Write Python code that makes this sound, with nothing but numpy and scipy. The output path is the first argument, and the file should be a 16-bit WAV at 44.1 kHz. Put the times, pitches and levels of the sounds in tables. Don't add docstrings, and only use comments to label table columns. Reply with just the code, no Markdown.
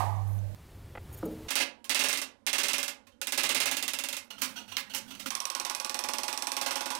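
import sys
import numpy as np
from scipy import signal
from scipy.io import wavfile
from scipy.ndimage import uniform_filter1d

SR = 44100
rng = np.random.default_rng(int(sys.argv[2]) if len(sys.argv) > 2 else 0)


def natural_amplitude(level_db):
    exponent = np.asarray(level_db, float) / 20
    return 10 ** exponent


def inscribe(sig):
    pcm = np.round(np.clip(np.atleast_2d(sig).T, -1, 1) * 32767)
    wavfile.write(sys.argv[1], SR, pcm.astype(np.int16))


N = 308259
T = np.arange(N) / SR
BENCH_S, CARVING_S, GOUGE_S = .5478, 1.4835, 5.292

# frequency in Hz, level in dB per Hz.
BUILDING = [(20, -7), (45, 4), (100, 9.5), (170, -35.5), (260, -52)]
# frequency in Hz, level in dB per Hz.
QUIET_SHOP = [(88, -22), (150, -32), (220, 7), (389, -17), (562, -3), (700, -41), (841, -13), (1380, -20),
              (3150, -30.5), (12000, -37.5), (15600, -92.5), (22000, -120)]
# frequency in Hz, level in dB per Hz.
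IDLE_HISS = [(20, 14), (200, 0), (1000, -4), (16000, -8)]
# frequency in Hz, t60 in seconds.
ROOM_T60 = [(200, 0.16), (500, 0.69), (1000, 0.31), (2800, 0.26), (7000, 0.2), (15000, 0.13)]
# delays in seconds, then their levels in dB.
WALL_DELAYS = [0.017, 0.024]
WALL_LEVELS = [-15.5, -18.5]

# time in seconds, level in dB.
HUM_LEVELS = [
    (0.0, -36),
    (0.09, -34),
    (0.372, -33),
    (0.466, -37),
    (0.548, -44),
]
# frequency in Hz, level in dB per Hz.
WHIR_COLOUR = [(180, -43), (300, -25.5), (478, -29), (796, -5), (906, -9), (1190, -12.5), (1400, -38),
               (1940, -28.5), (4000, -67), (5200, -54), (8800, -120)]
# frequency in Hz, level in dB per Hz.
HISS_COLOUR = [(880, -30), (1500, -2), (5200, -12), (6110, -12), (12600, -13.5), (15700, -20), (16500, -38)]
# frequency in Hz, level in dB per Hz.
DRONE_COLOUR = [(76, -9), (130, -3), (303, -15.5), (330, -9), (360, -19), (612, -8), (940, -25),
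                (1130, -25), (4000, -53), (5200, -70), (8800, -120)]
# frequency in Hz, level in dB per Hz.
SHAKE_COLOUR = [(15, -22), (35, 9), (60, 4), (100, -2), (160, -27), (240, -35.5)]
TICK_LEVELS = [-59, -60, -61, -59, -54]

# time in seconds, rumble in dB, air in dB.
BENCH_LEVELS = [(0.55, -52, -61), (0.78, -50, -60), (0.994, -48, -60.5), (1.196, -45, -55.5),
                (1.298, -51, -56.5), (1.48, -47, -56)]
# frequency in Hz, level in dB per Hz.
RUMBLE_COLOUR = [(12, -41), (20, -14.5), (93, -3), (225, -20), (275, -18.5), (380, -20.5), (545, -28),
                 (619, -45), (857, -39), (1500, -52), (1950, -71), (3300, -120)]
# frequency in Hz, level in dB per Hz.
AIR_COLOUR = [(290, -57), (500, -7.5), (623, -8), (859, -11), (4550, -21), (6100, -24), (15100, -24.5),
              (16500, -30)]
# start in seconds, level in dB, length in seconds.
WOOD_DRAGS = [
    (.9525, -47, 0.0125),
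    (.974, -50, 0.011),
]
# time in seconds, level in dB.
CATCHES = [(.9526, -33), (.9543, -40), (.9562, -35), (.9583, -38), (.96, -38), (.9625, -41), (.9743, -34),
           (.9758, -35), (.9782, -36), (.9815, -32)]
# frequency in Hz, level in dB per Hz.
DRAG_COLOUR = [(180, -29), (300, -12), (508, -9.5), (927, -11.5), (1650, -17), (2500, -18.5), (4280, -36),
               (7800, -70)]
# frequency in Hz, width in Hz, lift in dB.
DRAG_HUMPS = [(496, 50, 6.5), (695, 37, 3), (824, 30, 3.5), (1180, 54, 3), (1380, 87, 7), (2004, 110, 12)]
# start in seconds, level in dB, length in seconds.
SLEEVE = [
    (1.125, -52.5, 0.029),
    (1.17, -54, 0.025),
    (1.252, -48.5, 0.013),
    (1.31, -62, 0.027),
]
# frequency in Hz, level in dB per Hz.
CLOTH = [(3000, -40), (6000, -15), (16000, -11.5)]
# frequency in Hz, width in Hz, level in dB.
CLOTH_HUMPS = [(6750, 500, 2), (8860, 740, 2), (10700, 500, 1), (13200, 1300, 5), (15200, 900, -5)]
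# time in seconds, level in dB.
HOLLOW_KNOCKS = [
    (1.229, -25),
    (1.46, -46),
]
# frequency in Hz, level in dB, t60 in seconds.
HOLLOW_MODES = [(179.3, -11, 0.32), (214, -9, 0.36), (314, -0.5, 0.32), (520, 1, 0.052), (573, -24, 0.083),
                (679, -3, 0.036), (994, -5.5, 0.03), (1260, 11.5, 0.0071)]
# time in seconds, level in dB.
ROCKINGS = [
    (1.256, -30),
    (1.302, -42),
    (1.353, -48),
    (1.398, -45),
    (1.431, -56),
]
# frequency in Hz, level in dB, t60 in seconds.
ROCK_MODES = [(239, -12, 0.26), (318, -10.5, 0.14), (441, -0.5, 0.094), (594, -13.5, .12), (838, -20, .08)]

# start in seconds, level in dB, frequency in Hz,
# t60 in seconds.
SMALL_CONTACTS = [(1.116, -44, 850, .012), (1.843, -44, 3100, .06), (1.847, -53, 4400, .05),
                  (1.852, -54, 1070, 0.27), (3.069, -54, 2500, .08), (3.071, -58, 1070, 0.16),
                  (3.121, -61, 3130, .15), (3.08, -66, 543, 0.21), (3.216, -33, 1460, 0.035),
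                  (3.219, -40, 550, 0.092), (1.712, -53, 2650, 0.027), (4.307, -40.5, 2900, .04),
                  (4.306, -40, 3200, 0.037), (4.381, -45, 1300, .035), (4.38, -41, 3100, .03),
                  (4.558, -43, 1465, .12), (6.7, -43, 5200, .05), (5.9, -47, 5000, .12),
                  (4.578, -40, 5850, .06), (3.9, -39, 3000, .08), (4.949, -33, 5300, .05),
                  (5.078, -50, 3330, .15), (5.115, -53, 2600, .12), (1.602, -27.5, 2090, .15),
                  (1.618, -28, 2700, .08), (1.782, -59, 950, .3), (5.266, -46, 248, .1),
                  (4.575, -37.5, 1520, 0.043), (4.568, -36, 3200, .05), (4.585, -33, 2850, 0.044),
                  (4.722, -40, 1030, .04), (5.4, -42, 1200, .05), (4.722, -41, 3700, .04),
                  (4.876, -51, 1900, .04), (4.9, -48, 1510, .05), (4.904, -43, 4220, .04),
                  (4.917, -42, 2980, .04), (4.949, -39.5, 870, .05), (4.972, -38, 2900, .06),
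                  (5.065, -51, 1500, .04), (5.09, -53, 1500, .03), (5.11, -50, 1300, .04),
                  (5.111, -41, 3420, .04), (5.13, -45, 2720, .08), (5.15, -43, 2950, .04),
                  (5.199, -38, 3250, .04), (3.635, -53.5, 87, 0.32), (3.635, -60, 128, .3),
                  (4.691, -53, 98, 0.22)]
# start in seconds, level in dB, length in seconds.
FAINT_BRUSHES = [
    (.27, -58.5, .12),
    (4.19, -72, 0.062),
    (4.243, -66, .016),
    (4.255, -71, 0.03),
]
# frequency in Hz, level in dB per Hz.
BRUSH_COLOUR = [(5000, -30), (9000, -4), (11500, 0), (15000, -4), (16500, -20)]

# time in seconds, level in dB.
LEANING = [(4.25, -85), (4.374, -58), (4.506, -59), (4.842, -66), (4.976, -58.5), (5.152, -57.5),
           (5.306, -59), (5.4, -63)]
# frequency in Hz, level in dB per Hz.
GROAN_COLOUR = [(60, -15), (110, -11.5), (180, -10.5), (205, 1), (222, 4), (240, -11), (264, 5.5),
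                (300, -22), (500, -36)]
# time in seconds, level in dB.
SLIDE_LEVELS = [
    (4.3, -77),
    (4.498, -50),
    (4.604, -74),
    (5.032, -64),
    (5.25, -61),
]
# frequency in Hz, level in dB per Hz.
SHAVING_COLOUR = [(150, -12), (250, -3), (700, -3), (1500, -4), (3000, 0.5), (6000, -3.5), (14000, -7.5),
                  (16500, -9)]
# start in seconds, level in dB, rise in seconds,
# chip ring in dB.
HAND_PRODS = [(1.842, -46, 0.0063, -6), (3.068, -55, 0.0046, -6), (3.118, -64, 0.0044, 1),
              (4.303, -35, 0.0052, 2), (4.379, -44, 0.011, -2), (4.414, -30, 0.0024, -6),
              (4.556, -38, 0.015, 1.5), (4.676, -45.5, 0.015, -1), (4.716, -36.5, 0.0063, 2.5),
              (4.895, -42, 0.01, 0), (4.935, -32, 0.0068, 0.5), (5.076, -48.5, 0.011, -5),
              (5.104, -39.5, 0.0072, -3), (5.148, -41.5, 0.0043, -3), (5.194, -35.5, 0.0074, -8)]
# frequency in Hz, width in Hz, lift in dB.
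CHIP_HUMPS = [(932, 220, 7.5), (1420, 260, 10), (2860, 560, 9), (3340, 260, 7), (4360, 260, 8),
              (5900, 340, 11)]

# time in seconds, steel click in dB, wood crunch in dB, low thud in dB.
HAND_THRUSTS = [
    (4.4183, -6.5, -32.5, -44.5),
    (4.7678, -36, -34, -53.5),
    (4.9472, -8.5, -39, -54.5),
    (5.2588, -16, -39, -46.5),
]
# frequency in Hz, level in dB per Hz.
THRUST_COLOUR = [(410, -22), (700, -19), (936, -4.5), (1510, -4.5), (2810, -0.5), (13700, -16),
                 (15900, -10), (16500, -43)]
# frequency in Hz, level in dB, t60 in seconds.
THRUST_MODES = [(189, -13, 0.28), (218.5, -7.5, 0.45), (258.5, 2, 0.36), (544, 1, .11), (863, -8.5, 0.2),
                (1016, 6, 0.044)]
# frequency in Hz, level in dB, t60 in seconds.
CRACK_MODES = [(2270, -4, 0.01), (3150, -2.5, 0.022), (3880, 11, 0.0039), (5040, 4, 0.0086),
               (6120, -5, 0.023)]
# time in seconds, level in dB.
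SPLINTER_SNAPS = [
    (4.419, -12),
    (4.7677, -22),
    (4.948, -16),
]
# frequency in Hz, level in dB, t60 in seconds.
SPLINTER_MODES = [(12600, -1, .003), (13900, 1, 0.0047), (15300, -4, .003)]
# frequency in Hz, level in dB, t60 in seconds.
LAY_MODES = [(257, -1, 0.021), (1260, -3, 0.029), (1370, 4, 0.023), (2130, 1, 0.016), (3060, 0, .02)]

# frequency in Hz, level in dB per Hz.
FIZZ_COLOUR = [(2500, -37), (5000, 2), (8000, 2), (12000, -2), (16000, -9)]
# time in seconds, bite in dB.
SHORT_CUT_BLOWS = [(1.5057, -28), (1.5543, -25), (1.894, -25.5), (1.946, -25.5), (1.9917, -25),
                   (2.0378, -25.5), (2.0851, -26), (2.128, -27), (2.1729, -29), (2.2154, -30.5),
                   (2.4652, -26), (2.5299, -25.5), (2.582, -25.5), (2.6329, -26), (2.6835, -26.5),
                   (2.7323, -26.5), (2.7814, -28), (2.8291, -29), (2.8795, -30.5)]
# time in seconds, bite in dB.
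LONG_CUT_BLOWS = [(3.2143, -31.5), (3.2702, -29.5), (3.3218, -27.5), (3.3758, -25), (3.4335, -25),
                  (3.491, -25.5), (3.5465, -25), (3.6014, -25), (3.6565, -26), (3.7125, -27), (3.7679, -28),
                  (3.8252, -28.5), (3.8791, -28.5), (3.9341, -29), (3.987, -29), (4.0369, -30),
                  (4.0864, -32), (4.1276, -32), (4.1668, -34.5)]
# time in seconds, steel click in dB, wood crunch in dB,
# low thud in dB.
GLANCING = [
    (1.4834, -38, -32.5, -49),
    (1.5982, -32, -25, -32.5),
    (1.8427, -31, -47.5, -62),
    (3.0682, -51.5, -55.5, -69),
]
# frequency in Hz, level in dB, t60 in seconds.
CHISEL_PING = [(3970, -4, 0.007), (5060, -6, 0.0053), (7550, -7, 0.0056), (9780, -5, 0.011),
               (11500, -12, 0.0063), (13300, -7.5, 0.0061), (14730, -7, .004)]
# frequency in Hz, level in dB, t60 in seconds.
SHORT_GRIP_MODES = [(5730, 2.5, 0.0083), (8300, -1, 0.0092), (9050, -5, .008)]
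# frequency in Hz, level in dB, t60 in seconds.
LONG_GRIP_MODES = [(3320, -2.5, 0.012), (6420, -1, 0.009), (8400, -9.5, 0.027), (10660, -2, .006),
                   (12300, 0, .004), (13200, 1, .004), (15400, -3.5, .004)]
# frequency in Hz, level in dB, t60 in seconds.
SWELL_MODES = [(1696, -4.5, 0.037), (2130, -3, 0.13), (2520, 2, 0.062), (2710, 6.5, 0.092)]
# frequency in Hz, level in dB per Hz.
CHISEL_CRUNCH = [(590, -13.5), (1000, -10), (1510, -8.5), (1640, -8), (1880, -7), (2770, -2.5), (3190, -5),
                 (8460, -12.5), (15200, -25.5), (16500, -11.5)]
# frequency in Hz, width in Hz, lift in dB.
CHISEL_HUMPS = [(1664, 34, 6), (2080, 65, 4), (2129, 54, 3), (2450, 16, 5.5), (2710, 23, 4), (2750, 34, 0),
                (3120, 40, 0), (3440, 63, -2), (5850, 80, 2.5), (8400, 90, 5), (7200, 900, -3),
                (10600, 90, 3.5)]
# frequency in Hz, level in dB, t60 in seconds.
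CHISEL_THUD = [(264.5, -6.5, 0.39), (319.6, -9.5, 0.23), (569.5, 3, 0.092), (843, 5.5, 0.06),
               (973, -3.5, 0.11), (1314, -20, 0.099)]

# time in seconds, steel click in dB, bite in dB.
GOUGE_CUT = [(5.3039, -24, -31.5), (5.3509, -21, -33.5), (5.402, -22.5, -36), (5.4528, -20.5, -35.5),
             (5.5001, -22.5, -35), (5.5492, -20.5, -33), (5.598, -21, -32.5), (5.649, -23.5, -29.5),
             (5.6971, -21, -30.5), (5.7482, -21.5, -33), (5.799, -22.5, -34.5), (5.8461, -21, -33),
             (5.8948, -21, -33.5), (5.9433, -21.5, -30.5), (5.9898, -20, -32), (6.038, -21.5, -31),
             (6.0866, -22, -29), (6.1345, -21, -29), (6.1833, -21.5, -30.5), (6.2327, -23, -30),
             (6.2803, -23, -28.5), (6.3273, -23, -31.5), (6.3749, -21, -34), (6.4222, -20.5, -32.5),
             (6.4696, -21, -30.5), (6.5175, -20.5, -31.5), (6.5659, -21.5, -28.5), (6.6124, -21.5, -27.5),
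             (6.6611, -22.5, -27), (6.7077, -22.5, -28), (6.756, -22.5, -28), (6.8069, -26, -30),
             (6.8573, -27, -30), (6.903, -25, -28.5), (6.9505, -24.5, -33.5)]
# frequency in Hz, level in dB, t60 in seconds.
GOUGE_PING = [(2443, -11.5, 0.02), (4300, -2.5, 0.0058), (4580, -6, 0.0098), (5090, -1, 0.0068),
              (5470, 3.5, 0.0068), (7980, -5.5, .012), (8300, -8.5, .01), (9180, -8.5, 0.015),
              (10470, -13, 0.017), (11300, -8.5, 0.007), (12900, -12, .006), (15100, -16.5, 0.0075)]
# frequency in Hz, level in dB, t60 in seconds.
SHANK_MODES = [(5787, 2, 0.013), (5680, -8, 0.008)]
# frequency in Hz, level in dB per Hz.
GOUGE_CRUNCH = [(420, -7), (700, -1.5), (1300, 1.5), (1800, 0.5), (2500, 2), (4000, 0), (6000, -0.5),
                (9000, -2.5), (14800, -11.5), (16500, -22)]
# frequency in Hz, width in Hz, lift in dB.
GOUGE_HUMPS = [(850, 52, 3.5), (980, 40, 6.5), (1090, 60, 3.5), (1205, 60, 3.5), (1550, 240, 1.5),
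               (2610, 420, 1.5), (3540, 230, 2.5), (6000, 180, 1.5), (6950, 1060, -3.5)]
# frequency in Hz, level in dB, t60 in seconds.
GOUGE_THUD = [(265.1, -13, 0.37), (345, -7.5, 0.07), (550, 3.5, 0.035), (973, -1.5, 0.077),
              (1085, -3.5, 0.066)]
# frequency in Hz, level in dB, t60 in seconds.
BOOM_MODES = [(875, -1, 0.034), (850, -6, 0.21)]
# frequency in Hz, level in dB, t60 in seconds.
GROOVE_MODES = [(1081.5, -4, 0.053), (1150, -9, 0.13), (1200, 0, 0.034)]


def evened(x):
    return x / np.sqrt(np.mean(x ** 2) + 1e-20)


def read(points, hz):
    f, value = np.transpose(points)
    return np.interp(np.log(hz + 1), np.log(f + 1), value)


def curve_db(rows, column):
    return np.interp(T, [r[0] for r in rows], [r[column] for r in rows])


def colour(spectrum, humps=(), size=4096):
    hz = abs(np.fft.fftfreq(size, 1 / SR))
    level_db = read(spectrum, hz) + sum(db / (1 + (2 * (hz - f) / w) ** 2) for f, w, db in humps)
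    log_gain = np.log(natural_amplitude(np.maximum(level_db - level_db.max(), -100)))
    response = np.exp(log_gain - 1j * signal.hilbert(log_gain).imag)
    taps = np.fft.ifft(response).real[:size // 2]
    return taps / np.linalg.norm(taps)


def through(x, taps):
    return signal.oaconvolve(x, taps)[:N]


def noise(spectrum):
    return through(rng.standard_normal(N), colour(spectrum))


def ring(modes, rise_s, size=SR // 3):
    t = np.arange(size) / SR
    x = sum(natural_amplitude(db - 60 * t / max(t60, .002)) * np.sin(2 * np.pi * hz * t) for hz, db, t60 in modes)
    x = x * (1 - np.exp(-t / rise_s))
    return x / abs(x).max()


def train(times, levels_db):
    x = np.zeros(N)
    x[np.round(np.asarray(times) * SR).astype(int)] = natural_amplitude(np.asarray(levels_db))
    return x


def struck(rows, modes, rise_s, **size):
    return through(train(*np.transpose(rows)), ring(modes, rise_s, **size))


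def bursts(rows):
    shape = np.zeros(N)
    for s, db, length in rows:
        shape += natural_amplitude(db) * np.clip(np.minimum(T - s, s + length - T) / 0.0017, 0, 1)
    return shape * rng.standard_normal(N)


def room(x, count=3, turns=0.4066):
    out = np.zeros(N)
    for k in range(count):
        hz, t, z = signal.stft(rng.standard_normal(SR // 2), SR, nperseg=128)
        tail = signal.istft(z * natural_amplitude(-60 * t / read(ROOM_T60, hz)[:, None]), SR, nperseg=128)[1]
        tail *= 1 - np.exp(-np.arange(len(tail)) / SR / 0.0085)
        share = np.sqrt(2 / count) * np.cos(2 * np.pi * (turns * T + k / count / 2))
        out += through(x * share, tail / np.linalg.norm(tail))
    return out


def quiet_shop():
    return 2 * natural_amplitude(-67.5) * noise(QUIET_SHOP) + natural_amplitude(-70) * noise(BUILDING)


def machine():
    hum_hz, tick_hz, tick_gap_s = 99.7, 6200, 0.057
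    tone = np.sin(2 * np.pi * hum_hz * T + 1.2) + natural_amplitude(-26.5) * np.sin(4 * np.pi * hum_hz * T)
    hum = np.sqrt(2) * natural_amplitude(curve_db(HUM_LEVELS, 1)) * tone
    first_echo_db = np.exp(-T / .03)
    whir = natural_amplitude(-30.5 - 87 * T + first_echo_db) * noise(WHIR_COLOUR)
    hiss = (natural_amplitude(-45 - 162 * T) + natural_amplitude(-65.5)) * noise(HISS_COLOUR)
    beat = train(0.16 + tick_gap_s * np.arange(len(TICK_LEVELS)), TICK_LEVELS)
    ticks = through(beat, ring([(tick_hz, 0, .03), (tick_hz * 0.58, -6, .015)], .001))
    drone = natural_amplitude(-54) * noise(DRONE_COLOUR)
    return 2 * (hum + whir + hiss + ticks + drone) + natural_amplitude(-47.5) * noise(SHAKE_COLOUR)


def bench():
    rumble = natural_amplitude(curve_db(BENCH_LEVELS, 1)) * noise(RUMBLE_COLOUR)
    air = natural_amplitude(curve_db(BENCH_LEVELS, 2)) * noise(AIR_COLOUR)
    catches = 4 * train(*np.transpose(CATCHES))
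    drags = through(bursts(WOOD_DRAGS) - catches, colour(DRAG_COLOUR, DRAG_HUMPS))
    cloth = colour(CLOTH, [(f, w, db + 18) for f, w, db in CLOTH_HUMPS])
    rustles = through(bursts(SLEEVE), cloth)
    knocks = struck(HOLLOW_KNOCKS, HOLLOW_MODES, 0.0023) + struck(ROCKINGS, ROCK_MODES, 0.0056)
    return rumble + air + drags + rustles + knocks + natural_amplitude(-9.5) * room(knocks, count=2)


def contacts():
    out = np.zeros(N)
    for s, db, hz, t60 in SMALL_CONTACTS:
        sound = natural_amplitude(db) * ring([(hz, 0, t60)], 4 / hz, size=round(t60 * SR))
        out[round(s * SR):][:len(sound)] += sound
    return out + through(bursts(FAINT_BRUSHES), colour(BRUSH_COLOUR))


def groan():
    leaning = (T > LEANING[0][0]) * (T < LEANING[-1][0])
    return 2 * natural_amplitude(curve_db(LEANING, 1)) * leaning * noise(GROAN_COLOUR)


def paring():
    slips = natural_amplitude(0.91 * evened(uniform_filter1d(rng.standard_normal(N), 300)))
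    sliding = (T > SLIDE_LEVELS[0][0]) * (T < SLIDE_LEVELS[-1][0])
    stroke = natural_amplitude(curve_db(SLIDE_LEVELS, 1)) * sliding
    uneven = evened(slips * rng.standard_normal(N))
    slide = 2 * through(stroke * uneven, colour(SHAVING_COLOUR, CHISEL_HUMPS))
    prods = np.zeros(N)
    sizes = 1 + .02 * rng.standard_normal((len(HAND_PRODS), len(CHIP_HUMPS)))
    for (s, db, rise, chip_db), size in zip(HAND_PRODS, sizes):
        u = np.arange(SR // 8) / SR / max(rise, .001)
        scrape = natural_amplitude(db) * u * np.exp(1 - u) * rng.standard_normal(len(u))
        humps = [(f * k, w, max(lift + chip_db, 0)) for (f, w, lift), k in zip(CHIP_HUMPS, size)]
        sound = signal.oaconvolve(scrape, colour(SHAVING_COLOUR, humps))
        prods[round(s * SR):][:len(sound)] += sound
    return slide + prods + natural_amplitude(-4) * room(prods, count=2)


def pings(times, levels_db, steel, sag, rise_s, size=1024):
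    out = np.zeros(N + 2048)
    chance = rng.standard_normal((len(times), 2, len(steel)))
    for s, level_db, (detune, lift) in zip(times, levels_db, chance):
        pitch = (1 - sag * (s - times.mean())) * (1 + .004 * detune)
        modes = [(hz * p, db + 1.2 * u, t60) for (hz, db, t60), p, u in zip(steel, pitch, lift)]
        out[round(s * SR):][:size] += natural_amplitude(level_db) * ring(modes, rise_s, size=size)
    return out[:N]


def grit():
    snaps_db = 2.1 * np.minimum(rng.exponential(1, N), 5)
    return evened(natural_amplitude(snaps_db) * rng.standard_normal(N))


def blows(rows, steel, wood, humps, body, sag, rise_s, spike_db, snap_db, fizz_db, build_s, hold_s,
          fade_db, click_db, crunch_db, thud_db, loose_db, wet_db, thud_rise_s, boom_db):
    s, click, crunch, thud = np.transpose(rows)
    s = s + .0008
    ping = -pings(s, click + click_db, steel, sag, rise_s)
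    first_instant = signal.lfilter([.5, 1, .1, -.9, -.5], 1, train(s, click + spike_db))
    ping = ping - first_instant
    snap = -through(train(s, crunch + snap_db), colour(wood)[:400] * 2)
    t = np.arange(SR // 16) / SR
    bite = (1 - np.exp(-t / build_s)) * natural_amplitude(-fade_db * t / hold_s) / (1 + np.exp((t - hold_s) / 0.00098))
    push, rough = train(s, crunch + crunch_db), grit()
    shudder = through(push, bite * rng.standard_normal(len(t)))
    firmness = np.clip((crunch + 29) / 6, 0, 1)
    firm = push * np.interp(T, *np.array(sorted(zip(s, firmness))).T)
    held = bite * (natural_amplitude(0.89 * fade_db * t / hold_s) - 1)
    tearing = through(push, bite) + through(firm, held)
    fibres = natural_amplitude(loose_db) * tearing * rough
    sharp = through(train(s, click + fizz_db), bite)
    fizz = through(sharp * rough[::-1], colour(FIZZ_COLOUR))
    wooden = snap + through(shudder + fibres, colour(wood, humps)) + fizz
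    knock = through(train(s, thud + thud_db), ring(body, thud_rise_s))
    beamed = natural_amplitude(-9) * ping
    walls = through(ping + snap, train(WALL_DELAYS, WALL_LEVELS)[:SR // 20])
    return ping + walls + wooden + knock + natural_amplitude(wet_db) * room(wooden + beamed + natural_amplitude(boom_db) * knock)


def thrusts():
    pushes = blows(HAND_THRUSTS, CHISEL_PING, THRUST_COLOUR, CHISEL_HUMPS, THRUST_MODES,
                   sag=0, rise_s=0.00025, spike_db=-11.5, snap_db=8, fizz_db=-20.5, build_s=0.0004,
                   hold_s=0.047, fade_db=12, click_db=-16, crunch_db=4.5, thud_db=13, loose_db=0,
                   wet_db=-8, thud_rise_s=0.003, boom_db=3.5)
    crack = struck([(4.768, -11.5)], CRACK_MODES, 0.00024)
    splinters = struck(SPLINTER_SNAPS, SPLINTER_MODES, .0001, size=512)
    return pushes + crack + splinters + struck([(5.2605, -21)], LAY_MODES, 0.0014)


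def gouge_blows():
    s, click, bite = np.transpose(GOUGE_CUT)
    deepening_db = 8.5 * np.minimum(s - 6.1, 0)
    thud = -37 + 0.84 * (bite + 31) + deepening_db
    return np.transpose([s, click + 4.1, bite, thud + .8 * rng.standard_normal(len(s))])


def gouge():
    taps = gouge_blows()
    s, click, _, thud = taps.T
    cut = blows(taps, GOUGE_PING, GOUGE_CRUNCH, GOUGE_HUMPS, GOUGE_THUD,
                sag=0.011, rise_s=0.00039, spike_db=-22, snap_db=-15, fizz_db=-20.5, build_s=0.0013,
                hold_s=0.028, fade_db=19, click_db=3, crunch_db=-0.5, thud_db=4, loose_db=2,
                wet_db=-4, thud_rise_s=0.003, boom_db=-2)
    groove = through(train(s, -41 - 7.5 * (s - GOUGE_S)), ring(GROOVE_MODES, 0.012))
    boom = through(train(s + 0.00597, thud + 4.5), ring(BOOM_MODES, 0.0027))
    shank_db = click - 1.5 - 8 * (s - GOUGE_S)
    shank = pings(s + 0.0008, shank_db, SHANK_MODES, 0.024, 0.00078)
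    return cut + boom + groove + natural_amplitude(2.5) * room(groove, count=2) - shank


def chisel_blows():
    s, bite = np.transpose(SHORT_CUT_BLOWS + LONG_CUT_BLOWS)
    luck = .8 * rng.standard_normal((2, len(s)))
    click = -14.5 - np.maximum(-26.5 - bite, 0) + luck[0]
    thud = -38 + 1.76 * (bite + 25) + 2 * luck[1]
    return np.vstack([np.transpose([s, click, bite, thud]), GLANCING])


def chisel():
    cuts = chisel_blows()
    cut = blows(cuts, CHISEL_PING, CHISEL_CRUNCH, CHISEL_HUMPS, CHISEL_THUD,
                sag=0, rise_s=0.0001, spike_db=1, snap_db=0.5, fizz_db=-11.5, build_s=0.0024,
                hold_s=0.041, fade_db=22, click_db=-2, crunch_db=-3.5, thud_db=9.5, loose_db=7.5,
                wet_db=-7.5, thud_rise_s=0.004, boom_db=-5)
    swell = pings(cuts[:, 0] + .012, cuts[:, 2] - 3.5, SWELL_MODES, 0, 0.0096, size=2048)
    short, long = np.split(cuts[:-len(GLANCING)], [len(SHORT_CUT_BLOWS)])
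    short_grip = pings(short[:, 0] + .0009, short[:, 1] - 1.5, SHORT_GRIP_MODES, 0, .0002)
    long_grip = pings(long[:, 0] + .0009, long[:, 1] - 2, LONG_GRIP_MODES, 0, .0002)
    return cut + swell - short_grip - long_grip


def carving():
    before = np.clip((GOUGE_S - T) / 0.0086 + .5, .4, 1)
    low_cut = signal.butter(3, 190, "high", fs=SR, output="sos")
    tools = signal.sosfilt(low_cut, chisel() + gouge() + before * (thrusts() + paring()))
    return tools + before * groan() + quiet_shop()


def scene():
    first, last = T < BENCH_S, T >= CARVING_S
    middle = bench() * ~first * ~last
    idle = first * natural_amplitude(-76.5) * noise(IDLE_HISS)
    join_click = train([BENCH_S], [-30])
    right = machine() * first + middle + carving() * last + contacts() + join_click
    return np.array([idle + middle, right])


def band_limit(x):
    return signal.sosfilt(signal.butter(12, 16990, fs=SR, output="sos"), x)


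def record(dry):
    low, full = (signal.oaconvolve(dry, signal.firwin(255, hz, window=("kaiser", 8), fs=SR)[None], "same")
                 for hz in (15800, 16900))
    power = np.gradient(np.gradient(full[1])) ** 2
    attack = uniform_filter1d(power, 128) > 4 * uniform_filter1d(power, 2048)
    opened = uniform_filter1d(attack * 1., 128)
    mix = low + opened * (full - low)
    return band_limit(mix)


dry = scene()
out = record(dry)
inscribe(out)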